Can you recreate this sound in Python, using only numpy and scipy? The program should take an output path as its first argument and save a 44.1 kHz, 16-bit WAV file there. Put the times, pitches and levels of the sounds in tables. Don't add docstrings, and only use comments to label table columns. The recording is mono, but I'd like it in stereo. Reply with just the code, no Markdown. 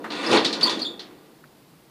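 import sys
import numpy as np
from scipy import signal
from scipy.fft import rfft, irfft, next_fast_len
from scipy.io import wavfile
from scipy.ndimage import map_coordinates

SR = 44100
rng = np.random.default_rng(int(sys.argv[2]) if len(sys.argv) > 2 else 0)


def wav_out(sig):
    wavfile.write(sys.argv[1], SR, np.round(np.clip(np.atleast_2d(sig).T, -1, 1) * 32767).astype(np.int16))


N = 83790


def amp(db):
    return 10 ** (np.asarray(db) / 20)


def along(points, hz):
    freqs, values = np.transpose(points)
    return np.interp(np.log(hz + 1), np.log(freqs + 1), values)


def wobble(per_s, size):
    return map_coordinates(rng.standard_normal(size), [np.arange(size) * per_s / SR], mode="wrap")


def pan(db):
    return amp(np.array([[.5], [-.5]]) * db)


def add(out, start, sound):
    i = max(round(start * SR), 0)
    out[:, i:i + sound.shape[1]] += sound[:, :N - i]


def fade(t, ring_s):
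    return np.exp(-np.log(1000) * t / np.maximum(ring_s, 1e-3))


# (frequency [Hz], likeness [1 = same, 0 = unrelated])
LIKENESS = [(40, .55), (130, .96), (320, .9), (500, .5), (1000, .03), (4000, -.05), (12000, 0)]
# (frequency [Hz], left minus right [dB])
SIDE_BALANCE = [(300, 0.2), (1200, 0.5), (2500, -0.5), (4000, -5), (8000, 0.5), (12000, 0)]

def coloured(pair, gain_db):
    n = pair.shape[1]
    size = next_fast_len(n + 2048)
    hz = np.fft.rfftfreq(size, 1 / SR)
    spread = np.arccos(np.clip(along(LIKENESS, hz), -1, 1)) / 2
    mid, side = rfft(pair, size) * amp(gain_db(hz)) * [np.cos(spread), np.sin(spread)]
    left_right = np.array([mid + side, mid - side]) * pan(along(SIDE_BALANCE, hz))
    sound = irfft(left_right, size)[:, :n]
    return sound / np.sqrt(np.mean(sound ** 2) + 1e-20)


def clatter(colour, ring_times, brightness, attack_s, crack_db, crack_s):
    t = np.arange(SR) / SR
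    noise = rng.standard_normal((2, SR))
    noise = coloured(noise, lambda hz: along(colour, hz) + brightness * np.log2(np.maximum(hz, 150)))
    hz, when, bands = signal.stft(noise, SR, nperseg=256)
    bands *= fade(when, along(ring_times, hz)[:, None])
    ring = signal.istft(bands, SR, nperseg=256)[1][:, :SR]
    attack = 1 - np.exp(-t / attack_s)
    crack = 1 + amp(crack_db) * np.exp(-t / crack_s)
    return ring * attack * crack


# (frequency [Hz], relative level [dB])
SHAFT_COLOUR = [(25, -24), (60, -13.5), (95, -17), (125, -5), (158, 2), (200, -5.5), (320, -5.5),
                (420, -8.5), (600, -12), (950, -10.5), (1500, -17), (3200, -19.5), (4800, -20),
                (6000, -25.5), (14500, -24.5)]

def shaft_hum():
    return amp(-52.5) * coloured(rng.standard_normal((2, N)), lambda hz: along(SHAFT_COLOUR, hz))


# (time [s], level [dB], pitch [Hz], width [octaves], ring time [s])
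TAPS_AND_RINGS = [(.042, -27, 1130, 0.76, 0.18), (.658, -22.5, 1020, 0.13, 0.24),
                  (1.101, -55.5, 1750, .5, 0.49), (1.439, -39, 1650, 0.3, 0.036)]

def taps_and_rings():
    out, t = np.zeros((2, N)), np.arange(SR // 2) / SR
    attack = 1 - np.exp(-t / 0.00065)
    for start, db, pitch, width, ring_s in TAPS_AND_RINGS:
        noise = rng.standard_normal((2, len(t)))
        band = coloured(noise, lambda hz: -14 * np.log10(1 + (np.log2((hz + 1) / pitch) / width) ** 4))
        add(out, start, amp(db) * band * fade(t, ring_s) * attack)
    return out


# (multiple of the pitch, relative level [dB])
SQUEAK_TONES = [(1, 1.5), (2, -23), (3, -32), (4, -44)]
# (frequency [Hz], left minus right [dB])
SQUEAK_SIDES = [(3500, -4.5), (4500, -8.5), (8000, -4)]
# (time [s], length [s], pitch [Hz], level [dB], roughness [0-1], echo time [s])
PIVOT_SQUEAKS = [(.259, .022, 4960, -26.5, .8, .45), (.628, .019, 4540, -8.5, .55, .2),
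                 (.644, .02, 4560, -24, .7, .35), (.672, .015, 3480, -18.5, .55, .35),
                 (.695, .04, 3480, -29, .6, .3), (.763, .02, 3500, -34, .6, .3),
                 (.812, .024, 4480, -24, .9, .22), (.843, .042, 3545, -25, .45, .35)]

def pivot_squeaks(grip_s=.008, slip_s=.005, flutter_db=3, jitter_hz=400, echo_db=-4.5):
    out, t = np.zeros((2, N)), np.arange(SR // 2) / SR
    sides = np.array([[0], [np.pi / 2]])
    for start, length, hz, db, roughness, echo_s in PIVOT_SQUEAKS:
        shape = np.clip(t / grip_s, 0, 1) * np.clip((length - t) / slip_s, 0, 1)
        loudness = shape * amp(flutter_db * wobble(per_s=300, size=len(t)))
        loudness *= np.linalg.norm(shape) / np.linalg.norm(loudness)
        jitter = np.tanh(wobble(per_s=700, size=len(t)))
        jitter -= np.average(jitter, weights=loudness ** 2)
        phase = 2 * np.pi * np.cumsum(hz + roughness * jitter_hz * jitter) / SR
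        whistle = loudness * sum(
            amp(level) * pan(along(SQUEAK_SIDES, k * hz)) * np.sin(k * phase + sides)
            for k, level in SQUEAK_TONES)
        cabin = rng.standard_normal((2, len(t))) * fade(t, echo_s)
        echo = signal.fftconvolve(whistle, cabin, axes=1)[:, :len(t)]
        echo /= np.linalg.norm(echo, axis=1, keepdims=True)
        echo *= np.linalg.norm(whistle, axis=1, keepdims=True)
        add(out, start, amp(db) * (whistle + amp(echo_db) * echo))
    return out


# (frequency [Hz], relative level [dB])
BAR_COLOUR = [(100, -47), (400, -16.5), (1000, -11.5), (1800, -8), (2700, -5.5), (3600, 2.5), (4300, 4.5),
              (5000, -3.5), (6200, -13.5), (8500, -24.5), (11000, -27), (15000, -75.5)]
# (frequency [Hz], ring time [s])
BAR_RING = [(300, 0.32), (1500, 0.38), (4000, 0.22), (7000, 0.25), (13000, 0.06)]
# (time [s], level [dB], added brightness [dB per octave])
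BAR_HITS = [(.103, -30, -5.5), (0.117, -32, -1.5), (0.312, -24, 9.5), (.37, -16, -5.5), (0.4471, -15.5, 2),
            (0.5277, -22.5, 3), (0.6097, -23.5, 1), (.695, -22.5, 4.5), (.728, -33, -9), (0.792, -30.5, 3),
            (.994, -32.5, -1)]

def bar_clacks():
    out = np.zeros((2, N))
    for start, db, brightness in BAR_HITS:
        clack = clatter(BAR_COLOUR, BAR_RING, brightness, attack_s=0.00043, crack_db=-8, crack_s=0.0097)
        add(out, start, amp(db) * clack)
    return out


# (pitch [Hz], relative level [dB], ring time [s])
FRAME_NOTES = [(227, -11, .3), (290, -9, .25), (328, -14, .65), (341, -2, .21), (430, 0, .22),
               (517, -7, .21), (586, -12, .2), (743, -14, .2), (827, -9, .22), (892, -12, .22),
               (966, -13, .22), (1044, -12, .22), (1355, -11, .21), (2252, -17, .2)]

def frame_ring(jolt_s=.317, jolt_db=-8, swell_s=.018):
    out, t = np.zeros((2, N)), np.arange(SR) / SR
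    hz, note_db, ring_s = np.transpose(FRAME_NOTES)
    swell = 1 - np.exp(-t / swell_s)
    notes = np.exp(2j * np.pi * hz[:, None] * t) * fade(t, ring_s[:, None]) * swell
    sides = np.arccos(np.clip(along(LIKENESS, hz), -1, 1)) * np.array([[.5], [-.5]])
    phases = 2 * np.pi * rng.random(len(hz)) + sides
    weights = amp(jolt_db + note_db) * np.exp(1j * phases)
    add(out, jolt_s, (weights @ notes).real)
    return out


# (frequency [Hz], relative level [dB])
KNOCK_COLOUR = [(30, -47.5), (95, -29.5), (130, -2), (220, -5), (330, -8.5), (450, 1), (650, -3), (900, 1),
                (1300, -6.5), (1800, -17.5), (2400, -6), (3600, -9.5), (5000, -23.5), (7000, -22.5),
                (11000, -51), (15000, -69)]
# (frequency [Hz], ring time [s])
KNOCK_RING = [(70, 0.44), (150, 0.24), (400, 0.44), (1000, 0.38), (4000, 0.13), (10000, .18)]
# (time [s], relative level [dB], added brightness [dB per octave])
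FRAME_KNOCKS = [(.288, -27.5, -4.5), (.310, -20, -1), (.327, -17.5, 3), (.342, -22, 1.5), (.361, -22.5, -1),
                (0.377, -27.5, -1.5), (0.45, -29.5, -0.5), (0.572, -37.5, -4), (.621, -26.5, 0),
                (0.661, -27.5, 7), (0.797, -42.5, 1.5), (1.032, -53, -6)]

def frame_thuds():
    out = np.zeros((2, N))
    for start, db, brightness in FRAME_KNOCKS:
        thud = clatter(KNOCK_COLOUR, KNOCK_RING, brightness, attack_s=.0031, crack_db=6.5, crack_s=.015)
        add(out, start, amp(db) * thud)
    return amp(-4.5) * out


# (frequency [Hz], relative level [dB])
RUMBLE_COLOUR = [(30, -51.5), (100, -34), (135, -24), (190, -10), (230, -4), (260, -4.5), (300, 0.5),
                 (340, 0.5), (390, -8), (470, -3.5), (580, -12.5), (700, -12), (1500, -23.5), (5000, -76)]
SCRAPE_COLOUR = [(100, -35), (450, -4.5), (1200, 5), (1800, -0.5), (2500, -0.5), (3600, 1), (4800, -8),
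                 (6000, -17.5), (9000, -21), (11500, -35), (15000, -64)]
# (time [s], rumble level [dB], scrape level [dB])
GATE_TRAVEL = [(0, -35, -52.5), (.095, -39, -45.5), (0.123, -38.5, -33), (.2, -33.5, -30),
               (.25, -30.5, -25.5), (.3, -26, -24), (0.358, -22.5, -16.5), (0.418, -28, -31.5),
               (.59, -31, -34.5), (0.698, -30.5, -25.5), (.8, -32, -39), (.87, -38.5, -45.5),
               (.98, -43.5, -53.5), (1.13, -47.5, -56.5), (1.22, -52, -60), (1.9, -70, -85.5)]

def gate_rollers(grains_per_s=700, grain_spread_db=1.5):
    t = np.arange(N) / SR
    times, rumble_db, scrape_db = np.transpose(GATE_TRAVEL)
    rumble = coloured(rng.standard_normal((2, N)), lambda hz: along(RUMBLE_COLOUR, hz))
    grains = (rng.random(N) < grains_per_s / SR) * amp(grain_spread_db * rng.standard_normal(N))
    steel_ring = rng.standard_normal((2, SR // 4)) * fade(t[:SR // 4], ring_s=0.08)
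    grains *= rng.choice([-1, 1], N)
    grit = signal.fftconvolve(grains[None], steel_ring, axes=1)[:, :N]
    scrape = coloured(grit, lambda hz: along(SCRAPE_COLOUR, hz))
    return rumble * amp(np.interp(t, times, rumble_db)) + scrape * amp(np.interp(t, times, scrape_db))


def scene():
    gate = gate_rollers() + frame_thuds() + frame_ring() + bar_clacks()
    bass_cut = signal.butter(4, 107, "highpass", fs=SR, output="sos")
    return signal.sosfilt(bass_cut, gate) + taps_and_rings() + pivot_squeaks() + shaft_hum()


def record(dry, top_hz=15300):
    size = next_fast_len(N + SR // 4)
    kept = np.fft.rfftfreq(size, 1 / SR) < top_hz
    return irfft(rfft(dry, size) * kept, size)[:, :N]


dry = scene()
out = record(dry)
wav_out(out)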